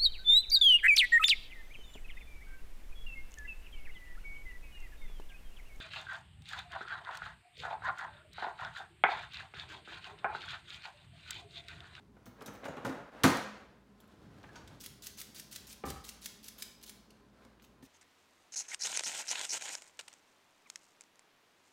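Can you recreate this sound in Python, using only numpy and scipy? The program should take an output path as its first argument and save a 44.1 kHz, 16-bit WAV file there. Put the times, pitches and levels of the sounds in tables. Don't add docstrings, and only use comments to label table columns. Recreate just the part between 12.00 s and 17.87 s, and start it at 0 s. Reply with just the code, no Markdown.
import sys
import numpy as np
from scipy import signal
from scipy.fft import rfft, irfft, next_fast_len
from scipy.io import wavfile
from scipy.ndimage import uniform_filter1d, map_coordinates

SR = 44100
rng = np.random.default_rng(int(sys.argv[2]) if len(sys.argv) > 2 else 0)


def to_linear_factor(level_db):
    exponent = np.asarray(level_db, float) / 20
    return 10 ** exponent


def log_audio(samples):
    frames = np.atleast_2d(samples).T
    limited = np.clip(frames, -1, 1)
    pcm = np.round(limited * 32767).astype(np.int16)
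    wavfile.write(sys.argv[1], SR, pcm)


N = 258922


def unit(x):
    return x / np.sqrt(np.mean(x ** 2) + 1e-20)


def along(points, hz):
    point_hz, value = np.transpose(points)
    return np.interp(np.log(hz + 1), np.log(point_hz + 1), value)


def filtered(x, response):
    size = next_fast_len(len(x) + 8192)
    return irfft(rfft(x, size) * response(np.fft.rfftfreq(size, 1 / SR)), size)[:len(x)]


def noise(spectrum, size=N, grit_db=0):
    raw = rng.standard_normal(size) * to_linear_factor(grit_db * rng.exponential(1, size))
    return unit(filtered(raw, lambda hz: to_linear_factor(along(spectrum, hz))))


def wobble(rate):
    knots = rng.standard_normal(int(N * rate / SR) + 4)
    return map_coordinates(knots, [np.arange(N) * rate / SR])


def dying(t60, rise, seconds):
    t = np.arange(round(seconds * SR)) / SR
    return to_linear_factor(-60 * t / t60) * (1 - np.exp(-t / rise))


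def ring(modes, scatter_db, rise, detune=0, seconds=0.65):
    t = np.arange(round(seconds * SR)) / SR
    total = np.zeros(len(t))
    for hz, db, t60 in modes:
        strength, shift = rng.standard_normal(2)
        tone = np.sin(2 * np.pi * hz * (1 + detune * shift) * t)
        total += to_linear_factor(db + scatter_db * strength) * tone * dying(t60, rise, seconds)
    return total


def add(track, s, x):
    start = round(s * SR)
    track[start:][:len(x)] += x[:N - start]


def curve(rows):
    s, db = np.transpose(rows)
    return np.interp(np.arange(N) / SR, s, db, left=-150, right=-150)


def ramp(start, end, start_db, end_db, t60):
    rise = to_linear_factor(np.linspace(start_db, end_db, round((end - start) * SR)))
    return np.r_[rise, rise[-1] * dying(t60, 1e-5, t60)]


# pitch_hz, width_hz, level_db
BOX_MODES = [(265, 37, 2), (479, 72, -1.5), (1276, 34, -14.5), (1590, 36, -10), (2046, 44, -24.5)]


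def boxed(x):
    def lift(f):
        resonance = sum(to_linear_factor(db) * f * w / (c * c - f * f + 1j * f * w) for c, w, db in BOX_MODES)
        return 0.57 + abs(resonance) / to_linear_factor(max(db for _, _, db in BOX_MODES))
    return unit(filtered(x, lift))


# pitch_hz, density_db per Hz
AIR_SPECTRUM = [(13, -58.5), (22, -34), (46, -6.5), (83, -26), (122, -3), (156, -17), (200, -0.5),
                (319, -12.5), (420, -10), (469, -28.5), (539, -20.5), (815, -21.5), (1040, -23.5),
                (1450, -31), (16000, -46.5)]
# pitch_hz, width_hz, level_db
FRIDGE_HUM = [(209, 44, -70.5), (411.7, 21, -77.5), (1031, 22, -80.5)]
# pitch_hz, level_db
COMPRESSOR = (57.5, -69.5)


def kitchen():
    motor_hz, motor_db = COMPRESSOR
    phase = 2 * np.pi * np.cumsum(motor_hz + 0.99 * wobble(3.1)) / SR
    out = to_linear_factor(motor_db + 1.7 * wobble(5.8)) * np.sin(phase)
    for centre, width, db in FRIDGE_HUM:
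        band = lambda f: 1 / (1 + (2 * (f - centre) / width) ** 2)
        out += to_linear_factor(db) * unit(filtered(rng.standard_normal(N), band))
    return out + to_linear_factor(-67 + 0.65 * wobble(4.8)) * noise(AIR_SPECTRUM)


# pitch_hz, density_db per Hz
WOOD_SPECTRUM = [(180, -23), (300, -3), (390, -4.5), (478, -4), (600, -3), (1400, -5.5), (4000, -25),
                 (5200, -60), (8800, -120)]
THUD_SPECTRUM = [(24, -55.5), (40, -42.5), (89, -5), (162, -2.5), (235, -6), (320, -7.5), (390, -15),
                 (520, -42), (880, -120)]
CLOTH_SPECTRUM = [(880, -22.5), (1500, -4.5), (1830, -9.5), (4080, -10), (8240, -20), (15100, -29),
                  (16000, -30)]
# time_s, level_db
DRAGGED_LOAD = [(.2, -71), (.3, -78), (.4, -58), (.42, -52), (.63, -53), (.74, -48), (.84, -52.5),
                (.87, -44), (1.1, -55.5)]
# start_s, end_s, start_db, end_db, t60_s
RUNNERS = (1.12, 1.33, -55, -38, 0.89)
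# time_s, level_db
HAND_MOVES = [(0, -73.5), (.3, -67.5), (1.7, -74.5), (2.0, -69.5), (2.05, -65.5), (2.4, -62), (2.45, -59),
              (2.62, -57), (2.79, -61), (2.9, -67.5), (3.8, -65.5), (4.0, -65.5), (4.4, -67), (5.33, -68),
              (5.42, -62.5), (5.58, -66.5), (5.68, -65.5), (5.87, -70)]
# time_s, level_db
FOOTSTEPS = [(0, -65), (1.0, -63), (1.5, -58.5), (1.7, -67), (2.05, -66.5), (2.27, -53), (2.5, -55.5),
             (2.88, -57.5), (3.04, -61.5), (3.8, -60), (3.9, -50), (4.06, -63), (4.5, -69.5), (5.4, -69.5),
             (5.6, -67), (5.87, -72)]
# start_s (first tooth), home_s, tooth_db, home_db, scrape_db
SCOOP_SQUEEZES = [(2.8, 2.861, -50, -29.5, -56.5), (3.022, 3.0683, -46, -26.5, -53),
                  (3.174, 3.2143, -46, -29, -53.5), (3.347, 3.397, -39, -30.5, -53.5),
                  (3.5127, 3.56, -41, -28, -53), (3.669, 3.7277, -42, -36.5, -54),
                  (3.8538, 3.902, -40, -28.5, -51.5), (4.04, 4.09, -52, -29.5, -55.5),
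                  (4.2174, 4.2585, -44, -24.5, -53.5), (4.435, 4.4834, -50, -30, -55.5),
                  (4.581, 4.622, -54, -24, -55.5), (4.862, 4.8944, -43, -32, -57)]


def handling():
    drag_db, hands_db, feet_db = curve(DRAGGED_LOAD), curve(HAND_MOVES), curve(FOOTSTEPS)
    shut, grip = np.zeros((2, N))
    add(shut, RUNNERS[0], ramp(*RUNNERS))
    for start, _, _, _, db in SCOOP_SQUEEZES:
        add(grip, start, to_linear_factor(db - 3) * dying(0.61, 0.014, 0.61))
    joint = lambda *levels: np.sqrt(np.sum(np.square(levels), axis=0))
    rumble = joint(to_linear_factor(feet_db), to_linear_factor(-61 + 0.4 * (drag_db + 50.5)))
    body = joint(to_linear_factor(drag_db), shut, to_linear_factor(hands_db))
    sleeve = to_linear_factor(-70 + 0.96 * (hands_db + 64))
    rustle = joint(to_linear_factor(drag_db - 20.5), to_linear_factor(-15) * shut, grip, sleeve)
    lumps = wobble(25)
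    joists = noise([(30, -40), (55, -4.5), (100, -2.0), (140, -19), (300, -120)])
    out = rumble * to_linear_factor(1.8 * wobble(11) - 6.0) * noise(THUD_SPECTRUM)
    out += to_linear_factor(feet_db - 11.0 + 1.9 * wobble(10)) * joists
    out += body * to_linear_factor(1.4 * lumps - 3) * boxed(noise(WOOD_SPECTRUM, grit_db=1.8))
    return out + rustle * to_linear_factor(1.5 * lumps - 4.0) * noise(CLOTH_SPECTRUM, grit_db=2.5)


# start_s, pitch_hz, level_db, t60_s
SHUDDERS = [
    (3.849, 73.3, -41.5, 0.6),
    (3.883, 55.7, -51, 1),
    (3.95, 71.7, -36.5, 0.24),
]


def boom():
    out = np.zeros(N)
    for s, hz, db, t60 in SHUDDERS:
        add(out, s, ring([(hz, db, t60)], scatter_db=0.5, rise=0.014))
    return out


# start_s, level_db, rub_t60_s
KNOCKS = [
    (3.838, -38.5, 0.035),
    (3.858, -48.5, 0.05),
    (3.873, -46, 0.046),
    (3.905, -49.5, 0.038),
    (3.96, -51.5, 0.02),
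]
# pitch_hz, level_db, t60_s
PANEL_MODES = [(114, -11, 0.069), (254, -13, 0.17), (443, -4, 0.08), (478, 4.5, 0.069), (781.5, 2, 0.12),
               (1006, -8, .06), (1165, 4, 0.14), (1222, 2, 0.16), (1265, -5.5, 0.38), (1440, -14, 0.06),
               (1560, -5, .06), (1770, -4, 0.093), (1884, -9, 0.078), (802, -9, 0.45)]


def knock():
    out = np.zeros(N)
    for s, db, t60 in KNOCKS:
        rub = dying(t60, 0.00017, .2) * noise(WOOD_SPECTRUM, size=SR // 5)
        thud = dying(6.0 * t60, 0.0045, .2) * noise(THUD_SPECTRUM, size=SR // 5)
        add(out, s, to_linear_factor(db - 6.0) * ring(PANEL_MODES, scatter_db=1.2, rise=0.001, detune=.012))
        add(out, s, to_linear_factor(db + 2.5) * rub)
        add(out, s, to_linear_factor(db - 3.0) * thud)
    return out


# pitch_hz, level_db, t60_s
CARCASS_MODES = [(114, -10.5, 0.14), (158, -7.5, 0.055), (210, -7, 0.65), (249.6, 1.5, 0.24),
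                 (315, -5, 0.21), (462, -3.5, 0.3), (520, -7, 0.24), (720, -13, .4), (797, -15.5, 0.36),
                 (1240, -3.5, .17), (1303, -6, 0.18), (1410, -12, 0.23), (1560, -13.5, 0.21),
                 (2040, -14.5, 0.26)]
# start_s, level_db, hardness_db per octave
HARD_SHOVES = [
    (.261, -52.5, -7.5),
    (.849, -44.5, -2),
    (1.238, -29.5, 0.5),
    (1.262, -39, 1.5),
]


def cabinet():
    out = np.zeros(N)
    for s, db, hard_db in HARD_SHOVES:
        modes = [(hz, level + hard_db * np.log2(hz / 250), t60) for hz, level, t60 in CARCASS_MODES]
        add(out, s, to_linear_factor(db) * ring(modes, scatter_db=1.5, rise=0.006, detune=0.0075))
    return out


# start_s, peak_db, clatter_db (relative), thud_db (relative), hardness_db
DRAWER_JOLTS = [(0.165, -52, -26, -19, 1.5), (0.262, -43.5, -12.5, -7, 0.5), (0.392, -46, -28, -12, -11),
                (0.412, -38.5, -23, -10, 0.5), (0.461, -43, -15.5, -7, -1), (0.478, -39, -18.5, -2.5, 5),
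                (0.549, -43.5, -16, -5, -16.5), (0.632, -38, -28.5, -21, 4),
                (0.653, -29.5, -19.5, -22, 1.5), (0.682, -31.5, -26, -7, -3.5), (0.768, -36.5, -25, -6, 3),
                (0.78, -38, -28.5, -9.5, -2), (0.824, -43.5, -30, -12, -3), (0.848, -21.5, -20, -13.5, -1),
                (0.865, -26.5, -29.5, -18, -28), (0.894, -29, -22, -14.5, -7), (0.874, -32.5, -29, -14, -7),
                (0.925, -33.5, -28.5, -14.5, -5), (0.945, -36.5, -30.5, -15, -5),
                (0.975, -37.5, -32.5, -11, -5.5), (1.0, -42.5, -28.5, -8.5, -2.5)]
SLAM_BOUNCES = [
    (1.2362, -19, -6, 0.5, 8.5),
    (1.246, -25, -6, -4, 6.5),
    (1.261, -22.5, -20, -10, -1),
    (1.274, -23, -13, -20.5, -1.5),
    (1.297, -27.5, -11.5, -24, 6),
    (1.32, -34, -18, -7.5, -1),
    (1.345, -34, -11, -7, 1),
    (1.367, -34.5, -10, -14, 1),
    (1.41, -41, -15, -6, 4),
]
SCOOP_FUMBLES = [(2.035, -60, -14, -11, 14), (2.438, -47, -21, -30, 15.5), (2.488, -61, -18, -13, 18),
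                 (2.563, -44, -20, -28, 8), (2.6, -52, -21, -17, -9), (2.677, -55, 2, -20, 5),
                 (5.448, -51.5, -10.5, -4, 4.5), (5.826, -40.5, -16, -5, -13)]
# pitch_hz, density_db per Hz
CLATTER_SPECTRUM = [(1060, -32.5), (1800, 2.5), (2670, -5.5), (4210, -3), (5060, -5.5), (6300, -5.5),
                    (15100, -17.5), (16000, -25.5)]


def drawer():
    dull, hard, low, high = np.zeros((4, N))
    for blows, t60 in [(DRAWER_JOLTS, 0.047), (SLAM_BOUNCES, 0.054), (SCOOP_FUMBLES, 0.024)]:
        for s, db, clatter_db, thud_db, hard_db in blows:
            add(dull, s, to_linear_factor(db - 0.5) * dying(t60, 0.0037, .3))
            add(hard, s, to_linear_factor(db + hard_db - 4.5) * dying(1.49 * t60, 0.0032, .3))
            add(low, s, to_linear_factor(db + thud_db + 1.0) * dying(1.93 * t60, 0.0057, .3))
            add(high, s, to_linear_factor(db + clatter_db - 3.0) * dying(2.04 * t60, 0.00082, .3))
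    wood = boxed(noise(WOOD_SPECTRUM, grit_db=1.5))
    upper = filtered(wood, lambda f: 1 / (1 + (800 / (f + 1)) ** 4))
    clatter = high * noise(CLATTER_SPECTRUM, grit_db=3.0)
    uneven = to_linear_factor(wobble(160))
    return dull * (wood - upper) + uneven * (hard * upper + clatter) + low * boxed(noise(THUD_SPECTRUM))


# start_s, pitch_hz, level_db, t60_s
SINGING_MODES = [(.258, 15100, -59, .12), (.258, 6140, -66, 0.12), (.46, 5700, -54.5, 0.11),
                 (.465, 6150, -52, 0.16), (.46, 7800, -56, .06), (.46, 3860, -47, .04),
                 (.68, 6800, -57, 0.14), (.27, 12200, -66, .1), (.47, 12300, -60, .08),
                 (.535, 14800, -64, .15), (.855, 12200, -58, .08), (.85, 1500, -38, .04),
                 (2.556, 6510, -54.5, 0.086), (2.558, 5600, -57, .12), (2.557, 4630, -56, 0.15),
                 (2.556, 8350, -67, 0.043), (2.559, 1480, -49, 0.079), (2.56, 943, -51.5, 0.11),
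                 (2.49, 1650, -48, 0.045), (4.26, 10360, -63, .12), (4.258, 6020, -50, 0.095),
                 (4.622, 4950, -52, .06), (4.623, 3150, -60, .22), (4.623, 2400, -57, .12),
                 (4.623, 7200, -49, 0.09), (4.835, 2950, -53, 0.04), (4.828, 14600, -55, .03)]


def clinks():
    out = np.zeros(N)
    t = np.arange(SR // 2) / SR
    for s, hz, db, t60 in SINGING_MODES:
        drift = np.cumsum(rng.standard_normal(len(t))) * .2 * np.minimum(hz / 4000, 1)
        add(out, s, to_linear_factor(db) * np.sin(2 * np.pi * hz * t + drift) * dying(t60, 0.0013, .5))
    return out


# start_s, peak_db, brightness_db per octave
LOOSE_TICKS = [(0.2571, -48.5, -1.5), (0.408, -49, -8), (0.421, -43.5, -1), (0.4602, -37, 0.5),
               (0.472, -44, 6), (0.535, -54, 6), (0.768, -49, -9.5), (0.893, -42, -4.5), (1.297, -34, -2),
               (1.37, -44, -3), (0.6429, -41.5, -12), (0.6509, -47, 2), (0.849, -45, 16),
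               (1.2353, -15.5, -2), (2.003, -48.5, 7), (2.0116, -59.5, -4.5), (2.0764, -59, 5),
               (2.431, -51, -13), (2.5569, -45, -12), (2.6758, -44, -6), (5.105, -47, -7), (1.134, -72, -9),
               (5.598, -54, -28), (5.623, -58, 0), (5.642, -52, -16), (5.824, -58.5, -9)]
# start_s, peak_db, brightness_db per octave
TOOTH_SNAGS = [(2.8098, -33.5, 2), (2.815, -41, 0), (2.8382, -30.5, 1.5), (2.852, -39, -2), (3.033, -41, 0),
               (3.043, -38, 2), (3.058, -35.5, -1), (3.172, -50, 6), (3.1833, -33, 3), (3.192, -32, 4),
               (3.2, -28.5, 2.5), (3.353, -45, -2), (3.367, -41, 2), (3.382, -39, 2), (3.51, -52, 8),
               (3.5211, -35.5, 2), (3.526, -33, 0), (3.541, -43, -4), (3.548, -47, -2), (3.6995, -44, 1),
               (3.706, -39, -3), (3.714, -49, -3), (3.8634, -34, 8), (3.884, -36, 0), (4.0475, -34.5, -1),
               (4.244, -35, 2), (4.4296, -43, 1), (4.442, -35, 2), (4.212, -48, 8), (4.5912, -44, 6),
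               (4.621, -40, 5), (4.8132, -46, -5), (4.827, -39, 5), (4.8346, -37, -2), (4.8745, -44, 5)]
# pitch_hz, density_db per Hz
STEEL_SPECTRUM = [(530, -52), (900, -20.5), (1880, -0.5), (3200, -0.5), (5500, 2), (8000, -1.5),
                  (12000, -2.5), (16000, -6.5)]
# pitch_hz, level_db, t60_s
SCOOP_MODES = [(1500, 7, 0.022), (1820, -19.5, 0.0079), (2716, -1.5, 0.026), (3270, 11.5, 0.058),
               (4000, 6, 0.012), (4680, -4, 0.036), (5600, -16, .02), (6540, 3, .025), (7160, -1, 0.012),
               (8250, -1.5, 0.022), (8900, -11, .015), (10360, -18, .02), (13100, -7.5, 0.021),
               (13000, -4, .015), (14500, -1.5, .015)]
# delay_s, level_db
WORKTOP = (0.0048, -5)


def ticks():
    out = np.zeros(N)
    delay_s, echo_db = WORKTOP
    delay = round(delay_s * SR)
    # start s, peak dB, brightness dB per octave, ring dB, rattle rise s
    contacts = [(*tick, -12, .0005) for tick in LOOSE_TICKS]
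    contacts += [(*snag, -18, .0022) for snag in TOOTH_SNAGS]
    for start, home, tooth_db, home_db, _ in SCOOP_SQUEEZES:
        contacts += [(start, tooth_db, 11, -18, .0022), (home, home_db, 1, -17, .0005)]
    for s, db, bright_db, ring_db, rise in contacts:
        edge_hz = np.clip(1100 * to_linear_factor(0.42 * (-28.5 - db)), 1000, 2800)
        colour = lambda f: to_linear_factor(bright_db * np.log2((f + 1) / 5000)) / (1 + (edge_hz / (f + 1)) ** 6)
        crack = .7 * dying(0.003, .0001, .15)
        shape = crack + to_linear_factor(echo_db) * np.roll(crack, delay) + 0.76 * dying(.034, rise, .15)
        blow = np.zeros(len(shape))
        blow[[30, 30 + delay]] = 1, to_linear_factor(echo_db)
        blow = filtered(blow, lambda f: colour(f) * to_linear_factor(along(STEEL_SPECTRUM, f)))
        rattle = unit(filtered(noise(STEEL_SPECTRUM, size=len(shape), grit_db=-1.3), colour))
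        modes = [(hz, level, min(t60, .008)) for hz, level, t60 in SCOOP_MODES if hz > edge_hz]
        steel = ring(modes, scatter_db=3, rise=.0003, detune=.05, seconds=.03)
        add(out, s, to_linear_factor(db - 4) * blow / blow.max())
        add(out, s, to_linear_factor(db - 7.0) * rattle * shape)
        add(out, s, to_linear_factor(db + ring_db - 9) * steel)
    return out


def patchy(x, patch_db):
    z = signal.stft(x, nperseg=128)[2]
    field = uniform_filter1d(rng.standard_normal(z.shape), size=5, axis=0)
    field = unit(uniform_filter1d(field, size=9, axis=1))
    return unit(signal.istft(z * to_linear_factor(patch_db * field), nperseg=128)[1][:len(x)])


# pitch_hz, density_db per Hz
RACK_SPECTRUM = [(1060, -26), (1800, -19), (2520, -4.5), (4000, -1), (6300, -0.5), (10000, -4.5),
                 (16000, -6)]
# start_s, end_s, level_db
SHORT_SCRAPES = [
    (4.828, 4.842, -56.5),
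    (5.622, 5.652, -67.5),
    (5.829, 5.866, -65),
]


def rack():
    level = np.zeros(N)
    strokes = [(start - 0.00046, home + 0.0027, db) for start, home, _, _, db in SCOOP_SQUEEZES]
    for start, end, db in strokes + [*SHORT_SCRAPES]:
        add(level, start, ramp(start, end, db - 0.5, db + 0.5, 0.053))
    level = uniform_filter1d(level, size=40)
    scrape = patchy(noise(RACK_SPECTRUM, grit_db=1.9), patch_db=3)
    spring = filtered(scrape, lambda f: 1 / (1 + (8000 / (f + 1)) ** 8))
    blade = (scrape - spring) * to_linear_factor(1.5 * wobble(150))
    return level * to_linear_factor(3.0 * wobble(700)) * (blade + spring * to_linear_factor(-1.5 + 0.9 * wobble(200)))


# pitch_hz, t60_s
WALL_DECAY = [(60, 0.37), (200, 0.16), (700, 0.57), (2000, 0.72), (5000, 0.66), (11000, 0.41)]
# pitch_hz, level_db
WALL_LEVEL = [(100, -4), (1000, -2.5), (5000, -4), (12000, -7.5)]


def walls(x, count=5):
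    turn = np.arange(N) / (.07 * SR) % count
    out = np.zeros(N)
    for k in range(count):
        hz, t, z = signal.stft(rng.standard_normal(SR), SR, nperseg=256)
        fall = to_linear_factor(-60 * t / along(WALL_DECAY, hz)[:, None])
        fall = fall / np.linalg.norm(fall, axis=1, keepdims=True) * to_linear_factor(along(WALL_LEVEL, hz))[:, None]
        tail = signal.istft(z * fall, SR, nperseg=256)[1] / np.sqrt(128)
        distance = np.minimum(abs(turn - k), count - abs(turn - k))
        share = np.clip(1 - distance, 0, 1)
        delayed = np.r_[np.zeros(200), tail]
        out += signal.fftconvolve(x * np.sqrt(share), delayed)[:N]
    return out


def scene():
    near = drawer() + cabinet() + ticks() + clinks() + rack() + knock()
    no_bass = signal.butter(N=3, Wn=60, btype="high", fs=SR, output="sos")
    near = signal.sosfilt(no_bass, near + walls(near))
    return (near + boom() + handling() + kitchen())[None]


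def band_limit(x):
    return signal.sosfilt(signal.butter(12, 16500, fs=SR, output="sos"), x)


def record(dry):
    kept = filtered(dry[0], lambda hz: np.clip((16060 - hz) / 150, 0, 1))
    return band_limit(kept[None])


dry = scene()
out = record(dry)
log_audio(out)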